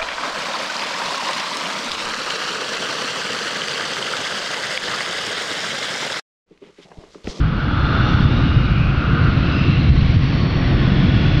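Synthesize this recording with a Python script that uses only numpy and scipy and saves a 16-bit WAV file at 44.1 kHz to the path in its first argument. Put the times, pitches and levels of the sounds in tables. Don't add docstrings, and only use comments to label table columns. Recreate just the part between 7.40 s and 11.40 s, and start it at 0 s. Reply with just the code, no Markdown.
import sys
import numpy as np
from scipy import signal
from scipy.fft import rfft, irfft, next_fast_len
from scipy.io import wavfile
from scipy.ndimage import uniform_filter1d, minimum_filter1d, map_coordinates

SR = 44100
rng = np.random.default_rng(int(sys.argv[2]) if len(sys.argv) > 2 else 0)


def output_pcm(signal):
    pcm = np.clip(np.atleast_2d(signal).T, -1, 1) * 32767
    wavfile.write(sys.argv[1], SR, np.round(pcm).astype(np.int16))


N = 176400


def flame():
    # time_s, level_db
    rumble_level = [(0,-12.5),(.08,-23.5),(.35,-22.5),(.44,-18.5),(.53,-21.5),(.84,-20.5),(1.1,-18.5),(1.3,-19),(1.63,-21.5),(1.85,-19),(2.35,-23),(2.55,-14.5),(2.72,-17.5),(3.05,-25),(3.3,-19.5),(3.74,-21.5),(3.87,-21),(4,-18)]
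    roar_level = [(0,-14.5),(.17,-23.5),(.42,-19.5),(.8,-16),(1.08,-19),(1.38,-15.5),(1.6,-21.5),(1.76,-15),(2.18,-19.5),(2.5,-14.5),(2.7,-16),(3,-17.5),(3.23,-18.5),(3.35,-17),(4,-15.5)]
    flutter_level = [(0,-27.5),(.4,-25.5),(.76,-22.5),(1,-21),(1.38,-28),(1.7,-25),(2.25,-22),(2.48,-22.5),(2.66,-25),(2.85,-24.5),(3.15,-23.5),(3.53,-21),(4,-23)]
    # frequency_hz, relative_db
    rumble_spectrum = [(10,-7.5),(20,-15.5),(30,-9),(39,1),(55,1),(68,1),(85,0),(105,-6.5),(150,-30.5),(300,-94)]
    roar_spectrum = [(50,-36),(80,-11.5),(98,-2),(115,-1.5),(131,1),(155,-1),(178,-7),(205,-15.5),(280,-40),(500,-91)]
    flutter_spectrum = [(120,-44),(165,-8),(195,0),(235,-2.5),(270,0),(310,-5),(350,-6.5),(395,-16),(520,-26.5),(900,-103.5)]
    # middle_s, rise_db
    puffs = [(.76,5.5),(0.859,8.5),(1.166,5.5),(1.509,4.5),(2.295,7.5),(2.505,11),(2.769,8),(3.335,3.5),(3.735,4.5)]
    puff_db = sum(rise_db * bell(middle_s, half_length_s=.0098) for middle_s, rise_db in puffs)
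    rumble = envelope(rumble_level, trim_db=.5) * steadied(turbulence(rumble_spectrum), span_s=.14)
    roar = envelope(roar_level, trim_db=-.5) * steadied(turbulence(roar_spectrum), span_s=.15)
    flutter = envelope(flutter_level, trim_db=-.5) * steadied(turbulence(flutter_spectrum), span_s=.18)
    return amp(puff_db) * (rumble + roar) + flutter


def steam_jets():
    # time_s, level_db
    rush_level = [(0,-37.5),(.35,-33.5),(.65,-30),(1.25,-35.5),(1.86,-32),(2.05,-33.5),(2.78,-35.5),(3.25,-30.5),(3.75,-32),(4,-32.5)]
    hollow_level = [(0,-32.5),(.28,-29.5),(.56,-23.5),(.77,-25.5),(.88,-30),(1.5,-32),(1.79,-24.5),(2,-33.5),(2.13,-29.5),(2.5,-39.5),(2.8,-42.5),(3.5,-43),(4,-44.5)]
    hiss_level = [(0,-39),(.25,-37.5),(.65,-33),(1.05,-34.5),(1.5,-36.5),(1.9,-33.5),(2.3,-32.5),(2.7,-32.5),(3.1,-33.5),(3.4,-32.5),(3.9,-31)]
    fizz_level = [(0.0, -51), (0.03, -56), (0.78, -46.5), (1.55, -52), (2.03, -49.5), (2.23, -46),
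                  (2.24, -49), (2.56, -49), (3.04, -47), (3.06, -51.5), (4.0, -44.5)]
    # frequency_hz, relative_db
    rush_spectrum = [(200,-30),(380,-4),(480,2),(580,-1),(720,-1),(860,-5.5),(1050,-4),(1400,-7),(2000,-11),(3500,-61.5)]
    hollow_spectrum = [(700,-45.5),(1030,-3.5),(1220,8.5),(1310,8),(1430,10.5),(1540,5.5),(1700,-4),(2400,-65)]
    hiss_spectrum = [(900,-29),(1500,-4.5),(1850,-1.5),(2200,0.3),(2750,-1),(3100,-2.5),(3300,-2.5),(4000,-7),(4450,-9.5),(4900,-26),(5800,-45.5),(8000,-89.5)]
    fizz_spectrum = [(3000,-29.5),(4300,-4),(4800,-1.5),(5450,-7),(6000,-12.5),(6500,-20.5),(7000,-30.5),(7600,-36),(8500,-49),(15000,-57.5)]
    rush = envelope(rush_level, trim_db=.5) * turbulence(rush_spectrum)
    hollow = envelope(hollow_level, trim_db=-.5) * turbulence(hollow_spectrum)
    hiss = envelope(hiss_level) * turbulence(hiss_spectrum)
    fizz = envelope(fizz_level, trim_db=.5) * turbulence(fizz_spectrum)
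    flicker_db = .4 * wobble(rate_hz=14)
    return (rush + hollow + hiss + fizz) * amp(flicker_db)


def moving_air():
    # middle_s, half_length_s, centre_hz, drift_hz_per_s, half_width_hz, peak_db
    swells = [(.58,0.22,4260,199.5,200,-43),(0.628,0.42,860,30,54,-39),(.72,0.34,3580,450,229.9,-36.5),(0.695,0.1,5600,0,189.7,-54.5),
              (0.955,0.54,2841,-0.5,110.1,-39),(1.38,0.15,2438,-1,220,-35.5),(1.747,0.36,2680,-150,179.3,-40),(1.796,.14,472,0,29.7,-37),(2.3,.4,3980,0,240,-42),
              (2.193,0.083,5030,0,111,-48),(2.254,0.16,2706,0,190.7,-32.5),(3.08,.22,4430,-300,169.3,-43),(3.203,0.94,1117,0,75.1,-41),(3.301,0.65,5380,-250,220.6,-53),
              (3.498,0.47,1880,-100,140,-39),(3.603,0.16,185,0,27.74,-22.5),(3.75,0.32,1447,0,46.1,-38),(3.85,0.24,2780,0,159.3,-38.5),(3.9,0.37,3383,-60,124.4,-36.5)]
    t, bands = np.arange(N) / SR, np.zeros(N)
    for middle_s, half_length_s, centre_hz, drift_hz_per_s, half_width_hz, peak_db in swells:
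        white = rng.standard_normal((2, N))
        slow_noise = unit(filtered(white, lambda hz: 1 / (1 + (hz / half_width_hz) ** 2 / 2) ** 2))
        wander_hz = .25 * half_width_hz * wobble(rate_hz=5)
        pitch_hz = centre_hz + drift_hz_per_s * (t - middle_s) + wander_hz
        phase = 2 * np.pi * np.cumsum(pitch_hz) / SR
        band = slow_noise[0] * np.cos(phase) + slow_noise[1] * np.sin(phase)
        bands += amp(peak_db) * bell(middle_s, half_length_s) * band
    return bands


def amp(db):
    return 10 ** (np.asarray(db) / 20)


def unit(x):
    return x / np.sqrt(np.mean(x ** 2) + 1e-20)


def envelope(levels, trim_db=0):
    return amp(trim_db + np.interp(np.arange(N) / SR, *np.transpose(levels)))


def bell(middle_s, half_length_s):
    return np.exp(-.5 * ((np.arange(N) / SR - middle_s) / half_length_s) ** 2)


def wobble(rate_hz):
    knots = rng.standard_normal(int(N * rate_hz / SR) + 4)
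    return map_coordinates(knots, [np.arange(N) * rate_hz / SR])


def filtered(x, response):
    size = next_fast_len(N + 8192)
    return irfft(rfft(x, size) * response(np.fft.rfftfreq(size, 1 / SR)), size)[..., :N]


def turbulence(spectrum):
    knots_hz, db = np.transpose(spectrum)
    white = rng.standard_normal(N)
    return unit(filtered(white, lambda hz: amp(np.interp(np.log(hz + 1), np.log(knots_hz + 1), db))))


def steadied(noise, span_s):
    power = np.abs(uniform_filter1d(noise ** 2, int(span_s * SR)))
    return unit(noise / np.sqrt(uniform_filter1d(power, SR // 50) + 1e-6))


def scene():
    fade_in = np.minimum(1, np.arange(N) / 128)
    return (fade_in * (flame() + steam_jets() + moving_air()))[None]


def record(dry):
    ceiling_db, attack_s, release_db_per_s, top_hz = -3, .0046, 72.5, 15700
    attack = int(attack_s * SR)
    needed_db = np.minimum(0, ceiling_db - 20 * np.log10(np.abs(dry) + 1e-9))
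    ducked_db = minimum_filter1d(needed_db, attack)
    recovery_db = release_db_per_s * np.arange(N) / SR
    held_db = np.minimum.accumulate(ducked_db - recovery_db, axis=-1) + recovery_db
    smooth_db = uniform_filter1d(uniform_filter1d(held_db, attack), attack)
    lowpass = signal.butter(12, top_hz, fs=SR, output="sos")
    return signal.sosfiltfilt(lowpass, dry * amp(smooth_db))


dry = scene()
out = record(dry)
output_pcm(out)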